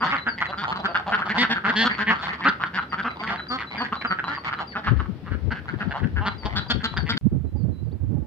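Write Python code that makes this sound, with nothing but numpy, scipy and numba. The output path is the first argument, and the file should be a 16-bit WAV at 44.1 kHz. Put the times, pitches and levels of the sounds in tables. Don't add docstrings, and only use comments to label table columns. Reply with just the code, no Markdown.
import sys
import numpy as np
from scipy import signal
from scipy.io import wavfile
from scipy.ndimage import uniform_filter1d
from numba import njit

SR = 44100
rng = np.random.default_rng(int(sys.argv[2]) if len(sys.argv) > 2 else 0)


def transcribe(signal):
    frames = np.atleast_2d(signal).T
    limited = np.clip(frames, -1, 1)
    pcm = np.round(limited * 32767).astype(np.int16)
    wavfile.write(sys.argv[1], SR, pcm)


N = 364266
YARD_ENDS_S, COOP_STARTS_S = 7.179, 7.212


def undb(db):
    return 10 ** (np.asarray(db) / 20)


def level(x, db):
    return x * undb(db) / np.sqrt(np.mean(x ** 2))


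def ring(x, hz, width):
    return signal.lfilter(*signal.iirpeak(hz, hz / width, fs=SR), x)


@njit
def glide(x, hz, width):
    y, band, low = np.empty(len(x)), 0., 0.
    for i in range(len(x)):
        g, damping = np.tan(np.pi * hz[i] / SR), width / hz[i]
        v = (band + g * (x[i] - low)) / (1 + g * (g + damping))
        band, low, y[i] = 2 * v - band, low + 2 * g * v, damping * v
    return y


def cut(x, hz, kind, order=2):
    return signal.sosfilt(signal.butter(order, hz, kind, fs=SR, output="sos"), x)


def walk(rate):
    k = int(SR / rate)
    steps = np.repeat(rng.standard_normal(N // k + 1), k)
    slewed = uniform_filter1d(uniform_filter1d(steps, k), k)
    return level(slewed[:N], 0)


def curve(table):
    s, *columns = np.transpose(table)
    return np.array([np.interp(np.arange(N) / SR, s, c) for c in columns])


def add(out, s, sound, lag, pan_db=0.):
    for ch, sign in enumerate((1, -1)):
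        start = max(int(s * SR + sign * lag / 2), 0)
        out[ch, start:start + len(sound)] += undb(sign * pan_db / 2) * sound[:max(N - start, 0)]


def swell(length, rise=0.02, fall=0.01):
    t = np.arange(int((length + rise + fall + 0.028) * SR)) / SR
    rising = np.clip(t / rise, 0, 1)
    falling = np.clip((length + rise / 2 + fall / 2 - t) / fall, 0, 1)
    return t, np.sin(np.pi / 2 * rising * falling) ** 2


def quack(length, db, pitch_hz, throat_hz, bill_db):
    t, effort = swell(length, rise=min(0.012 + .3 * length, .024), fall=0.015 + .2 * length)
    cycles, bird = rng.standard_normal((64, 3)).T, rng.standard_normal(6)
    along = t / t[-1]
    cycles = cycles * min(.03 / length, 1)

    uneven = np.clip(.03 - .001 * bill_db, .02, .07)
    arch = 1 + 0.13 * (np.sin(np.pi * along) - .8)
    travelled = .7 + np.cumsum(pitch_hz * arch) / SR
    phase = np.interp(travelled, np.cumsum(1 + uneven * cycles[0]), np.arange(64))
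    cycle = phase.astype(int)
    claps = np.diff(np.floor(phase), prepend=0) * undb(2.6 * cycles[1][cycle])
    breath = np.exp(-(phase % 1) / .3) * rng.standard_normal(len(t))
    drive = effort * (level(claps, 0) + .25 * breath)
    rasp = effort ** 2 * (level(claps, 0) + .4 * breath)

    smear = .04 * rng.standard_normal(500) * np.exp(-np.arange(500) / 130)
    smear[0] = 1
    drive, rasp = signal.fftconvolve([drive, rasp], [smear])[:, :len(t)]

    shape = 1 + .08 * (effort - .9) + .09 * bird[0] * (along - .45) + .045 * cycles[2][cycle]
    size = np.exp(.05 * bird[1:])
    throat = glide(glide(drive, throat_hz * shape, 200.0), throat_hz * shape, 1400.0)
    throat = throat + 0.26 * glide(drive, 1000 * size[0] * shape, 330.)
    throat = throat + 0.15 * glide(glide(rasp, 2650 * size[1] * shape, 230.0), 2600 * shape, 2300.0)
    neck = cut(throat, [500, 3800], "band")

    bill = 0.48 * glide(rasp, 7300 * shape, 1200.0)
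    for hz, width, gain in ((3500 * size[2] ** .5, 600., 1), (4400 * size[3] ** .5, 500., .8),
                            (5250 * size[4] ** .5, 600., .3)):
        centre_hz = hz * shape ** .5
        bill = bill + gain * glide(glide(rasp, centre_hz, width), centre_hz, 3 * width)

    chest = effort * (np.sin(2 * np.pi * phase) + 0.27 * np.sin(4 * np.pi * phase))
    chest_db = min(bill_db * 0.19 - 4.0, -4)
    chest = level(chest, db + chest_db) * min(pitch_hz / 210, 1) ** 3

    held = np.sqrt(np.mean(effort ** 2))
    return -held * (level(neck, db) + level(bill, db + max(bill_db, -24)) + chest)


def ducks():
    # (time [s], length [s], level [dB], pitch [Hz], throat [Hz],
    #               bill rasp [dB against the level, at least -24])
    near_calls = [(0.013, 0.037, -21.5, 239.9, 1160, -41), (0.124, 0.039, -22.5, 279, 1297, -48),
                  (0.264, 0.034, -21.5, 236.8, 1575, -46.5), (0.417, 0.019, -20.5, 171, 1334, -60),
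                  (0.523, 0.024, -28.5, 142.5, 1360, -32), (0.575, 0.05, -32, 203.3, 1390, -5),
                  (0.648, 0.014, -23, 141, 1372, -25.5), (0.719, 0.017, -24, 190, 1318, -11.5),
                  (0.757, 0.024, -29.5, 189.9, 1070, -9), (0.847, 0.023, -22, 205.3, 1386, -12.5),
                  (0.88, 0.045, -33, 170.5, 649, -26), (0.951, 0.018, -17.5, 180.9, 1406, -72.5),
                  (0.987, 0.026, -33.5, 107.6, 812, -11.5), (1.069, 0.029, -26, 192, 853, -31),
                  (1.121, 0.035, -18.5, 207.8, 1448, -55.5), (1.209, 0.026, -24.5, 152, 1410, -48),
                  (1.296, 0.032, -24, 210.5, 1840, -11.5), (1.349, 0.03, -27, 181, 1516, -21),
                  (1.376, 0.063, -21.5, 244, 1950, -2), (1.419, 0.036, -22, 199.6, 1496, -25),
                  (1.497, 0.042, -23.5, 233.6, 1670, -3), (1.559, 0.029, -24, 183.2, 1424, -30),
                  (1.645, 0.032, -21, 198.7, 1330, -25), (1.684, 0.028, -20, 231.8, 1690, -11.5),
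                  (1.756, 0.092, -23, 223.5, 1665, 0), (1.849, 0.031, -20, 240.2, 1306, -5),
                  (1.899, 0.027, -24, 214.7, 1800, -25), (1.988, 0.047, -25.5, 210.4, 1633, -12.5),
                  (2.071, 0.049, -19, 224, 1746, -23.5), (2.1, 0.039, -21.5, 185, 1257, -13.5),
                  (2.213, 0.06, -36, 190.3, 1530, -1), (2.282, 0.037, -29.5, 179.6, 1940, -16),
                  (2.324, 0.0064, -27.5, 160.7, 1330, -45), (2.414, 0.076, -31, 188.7, 1770, -26),
                  (2.453, 0.035, -15.5, 286.9, 1406, -33.5), (2.486, 0.017, -19.5, 201.2, 1433, -8),
                  (2.603, 0.029, -28, 172, 1227, -31), (2.633, 0.015, -19, 152.6, 1386, -29),
                  (2.738, 0.039, -29, 187.8, 1586, -9.5), (2.779, 0.022, -20.5, 159, 1350, -50),
                  (2.927, 0.026, -24, 159.6, 1303, -46.5), (2.981, 0.033, -26.5, 196.4, 1456, -17),
                  (3.045, 0.04, -24.5, 240.4, 1277, -26.5), (3.193, 0.16, -37, 222, 1035, -10),
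                  (3.289, 0.051, -28.5, 198.3, 1302, -15), (3.395, 0.015, -29.5, 196, 1480, -39),
                  (3.503, 0.068, -28, 257, 1176, -8), (3.577, 0.045, -34, 110.7, 2010, -8.5),
                  (3.645, 0.0097, -34.5, 201.7, 1217, -32.5), (3.745, 0.021, -37.5, 211.3, 854, -24.5),
                  (3.808, 0.027, -24.5, 250, 1038, -11.5), (3.925, 0.013, -21, 212, 1202, -22.5),
                  (4.051, 0.017, -21, 237.7, 1374, -33.5), (4.106, 0.029, -20.5, 188.5, 1315, -29.5),
                  (4.191, 0.014, -21.5, 155.7, 1584, -41), (4.238, 0.019, -28.5, 177.4, 1238, -18),
                  (4.275, 0.067, -31, 287, 1325, -48.5), (4.375, 0.014, -29.5, 153.6, 1050, -33),
                  (4.473, 0.028, -31.5, 155.7, 1118, -25), (4.514, 0.03, -27.5, 135, 1360, -17.5),
                  (4.582, 0.024, -30.5, 193, 1310, -16), (4.759, 0.019, -24.5, 211, 1333, -30),
                  (4.871, 0.023, -21.5, 201, 1357, -53.5), (4.998, 0.017, -28, 203.7, 1285, -30.5),
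                  (5.058, 0.01, -36.5, 209.4, 1245, -24.5), (5.268, 0.026, -38.5, 195.8, 1232, -33.5),
                  (5.309, 0.043, -38, 195.1, 1490, -16), (5.512, 0.027, -27.5, 225, 1545, -16),
                  (5.544, 0.055, -39, 198, 1527, -14), (5.74, 0.016, -38, 188.7, 1490, -21.5),
                  (5.686, 0.017, -28, 163.3, 1530, -20), (5.807, 0.028, -27.5, 213, 1490, -17.5),
                  (5.911, 0.021, -29, 143.7, 1580, -15), (5.941, 0.037, -29, 146.6, 815, -45),
                  (6.032, 0.024, -34.5, 224.2, 1545, -35), (6.164, 0.034, -29.5, 199.2, 1493, -20),
                  (6.208, 0.082, -32, 214, 906, -48), (6.257, 0.033, -24.5, 198.7, 1353, -6.5),
                  (6.449, 0.03, -31.5, 212.5, 926, -2.5), (6.557, 0.038, -28, 194.1, 1485, 2),
                  (6.701, 0.026, -24.5, 238.4, 1456, 4.5), (6.838, 0.029, -26.5, 227.1, 1397, 2.5),
                  (6.971, 0.017, -24, 203, 1460, -5.5), (7.093, 0.03, -26, 233.6, 1430, 1.5),
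                  (7.177, 0.0081, -23, 219.4, 1480, 3)]
    # (time [s], level [dB])
    murmur = [(0, -28.5), (2.6, -34.5), (4.8, -32.5), (5.1, -50.5), (5.6, -45), (7.1, -34.5)]
    flock_per_s = 28
    near, far = np.zeros((2, N)), np.zeros((2, N))
    for row, side in zip(near_calls, rng.uniform(-1, 1, len(near_calls))):
        add(near, row[0] - .012, quack(*row[1:]), 7.2 * side)

    for s, a, b, c, d in rng.random((int(flock_per_s * YARD_ENDS_S), 5)):
        call = quack(0.011 + 0.038 * a, 6 * b, 90 + 130 * c, 700 + 1500 * d, -10.5)
        add(far, s * YARD_ENDS_S, call, 16 * (a - c))

    calling = uniform_filter1d(np.abs(near[0]), int(.07 * SR))
    joining = calling / (calling + .15 * calling.mean())
    return near + level(far, 0) * undb(curve(murmur)) * joining


def songbird():
    # (time of the falling note [s], flat note level [dB], falling note level [dB])
    song = [(0, -55, -45), (0.281, -42, -39), (0.57, -42, -45), (0.867, -47, -47.5), (1.903, -43, -42.5),
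            (2.894, -51.5, -48.5), (3.188, -48, -47.5), (3.481, -40.5, -35), (3.774, -41.5, -37),
            (4.066, -40.5, -40.5), (4.345, -41, -45.5), (4.669, -51, -43.5), (6.376, -44.5, -46.5),
            (6.678, -38.5, -41.5), (6.962, -38, -39), (7.557, -76, -66), (7.826, -64.5, -78)]
    flat_leads_s = 0.108
    out = np.zeros((2, N))
    for (s, flat_db, db), chance in zip(song, rng.standard_normal((len(song), 2))):
        notes = (s - flat_leads_s, flat_db, .064, 4030, 3930), (s, db, .055, 4880, 4300)
        for (start, note_db, length, from_hz, to_hz), a in zip(notes, chance):
            t, effort = swell(length, rise=.01)
            settling = to_hz + (from_hz - to_hz) * np.exp(-t / 0.038)
            hz = (1 + .003 * a) * (settling + 14200.0 * t ** 2)
            hz = hz + 120 * uniform_filter1d(rng.standard_normal(len(t)), size=100)
            waver = 1 + .22 * np.sin(2 * np.pi * (19 + 4 * a) * t)
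            tone = undb(note_db) * effort * waver * np.sin(2 * np.pi * np.cumsum(hz) / SR)
            add(out, start, tone * (start >= 0), 0, pan_db=4.5)
    return out


def buffets():
    # (time [s], length [s], level [dB], port)
    gust_table = [(4.897, 0.1, -15.5, "left"), (5.034, 0.072, -26, "left"), (5.321, 0.04, -19.5, "left"),
                  (5.442, 0.043, -17, "left"), (5.742, 0.016, -25.5, "left"), (5.874, 0.011, -19.5, "left"),
                  (6.025, 0.028, -18.5, "left"), (6.11, 0.12, -35, "right"), (6.145, 0.057, -18, "left"),
                  (6.456, 0.006, -19.5, "left"), (6.518, 0.08, -25, "left"), (6.747, 0.019, -19.5, "left"),
                  (6.969, 0.082, -23, "left"), (7.122, 0.027, -24.5, "left"),
                  (7.254, 0.011, -13.5, "right"), (7.315, 0.015, -26.5, "left"),
                  (7.32, 0.15, -21.5, "right"), (7.544, 0.17, -21.5, "right"),
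                  (7.787, 0.088, -25.5, "right"), (7.929, 0.012, -23, "right"),
                  (8.018, 0.04, -17.5, "right"), (8.084, 0.16, -22, "right")]
    rise_db_per_s, fall_db_per_s = 511, 299.5
    yard_breeze_db, coop_breeze_db = np.array([[-36.5], [-64.]]), np.array([[-42.], [-42.]])
    t = np.arange(N) / SR
    out = np.where(t < COOP_STARTS_S, yard_breeze_db, coop_breeze_db)
    for s, length, db, port in gust_table:
        before = rise_db_per_s * np.clip(s - t, 0, None)
        after = fall_db_per_s * np.clip(t - s - length, 0, None)
        ch = ("left", "right").index(port)
        out[ch] = np.maximum(out[ch], db - before - after)
    still = rise_db_per_s * np.clip(gust_table[0][0] - t, 0, None)
    return out - still * (out <= yard_breeze_db.max())


def wind():
    out = []
    for gust_db in buffets():
        puff = walk(45)
        rate_hz = 90 * np.exp(.25 * puff + 0.36 * walk(150))
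        swing = undb(2 * puff + 2 * walk(120)) * np.sin(2 * np.pi * np.cumsum(rate_hz) / SR)
        slap_db = np.minimum(4.9 * puff + 6.1 * walk(90), 8)
        slap = undb(slap_db) * cut(ring(rng.standard_normal(N), 194, 170), 300, "low")
        out.append(undb(gust_db) * cut(level(swing, 0) + level(slap, -8.0), 57.6, "high", order=5))
    return np.array(out)


def hen():
    # (time [s], length [s], level before the harmonics' own gains [dB], pitch [Hz])
    clucks = [(7.544, 0.021, -49.5, 278.4), (8.151, 0.0244, -50, 274), (8.21, 0.096, -56, 284)]
    out = np.zeros((2, N))
    for s, length, db, hz in clucks:
        t, effort = swell(length)
        harmonics_db = (10, -1.0, 1, -15)
        tone = sum(undb(g) * np.sin(2 * np.pi * hz * k * t) for k, g in enumerate(harmonics_db, 1))
        add(out, s, undb(db) * effort * tone, 0)
    return out


def squeaks():
    # (time [s], length [s], level [dB], from [Hz], to [Hz])
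    whistles = [(3.19, 0.023, -34, 1200, 686), (3.7, 0.048, -52, 1620, 1200),
                (4.725, 0.02, -38, 1840, 1500), (7.905, 0.02, -58.5, 3030, 4600)]
    out = np.zeros((2, N))
    for s, length, db, from_hz, to_hz in whistles:
        t, effort = swell(length)
        hz = from_hz + (to_hz - from_hz) * np.clip(t / length, 0, 1) ** 2
        add(out, s, undb(db) * effort * np.sin(2 * np.pi * np.cumsum(hz) / SR), 0)
    return out


def hum():
    return undb(-51) * np.sin(2 * np.pi * 73.4 * np.arange(N) / SR)


def air(db, low_hz, top_hz):
    mid, side = rng.standard_normal((2, N))
    both = mid + cut(side, 2000, "high", order=1) * np.array([[1], [-1]])
    return level(cut(cut(both, top_hz, "low"), low_hz, "high", order=4), db)


def echoes(x, t60, db, top_hz=3500):
    t = np.arange(int(t60 * SR)) / SR
    noise = cut(rng.standard_normal((2, len(t))), [400, top_hz], "band", order=1)
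    tail = noise * 1000 ** (-t / t60) * (t > .006)
    tail = tail / np.sqrt(np.sum(tail ** 2) / 2)
    return x + undb(db) * signal.fftconvolve(x, tail, axes=1)[:, :N]


def scene():
    t = np.arange(N) / SR
    yard, coop = t < YARD_ENDS_S, t > COOP_STARTS_S
    bird = echoes(songbird(), 0.17, -8.0, top_hz=6000)
    outside = echoes(ducks(), .26, -14.0) + bird + hum()
    outside = outside + air(-45.0, 76, 300) + air(-57, 350, 2100) + air(-62.5, 1300, 4500)
    inside = hen() + echoes(bird * coop, 0.22, -2, top_hz=6000)
    inside = inside + air(-62.5, 150, 1300) + air(-72.0, 1500, 3600)
    return yard * outside + coop * inside + (yard | coop) * (wind() + squeaks())


def record(dry):
    ports = dry + ring(dry, 5000, 1200) * np.array([[.4], [-.55]])
    wet = cut(ports, 5300, "low", order=6) + undb(-25) * cut(ports, 8300, "low", order=6)
    wet = wet + undb(-73.5) * rng.standard_normal(dry.shape)
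    return signal.sosfilt(signal.ellip(10, .2, 80, 15500, fs=SR, output="sos"), wet)


dry = scene()
out = record(dry)
transcribe(out)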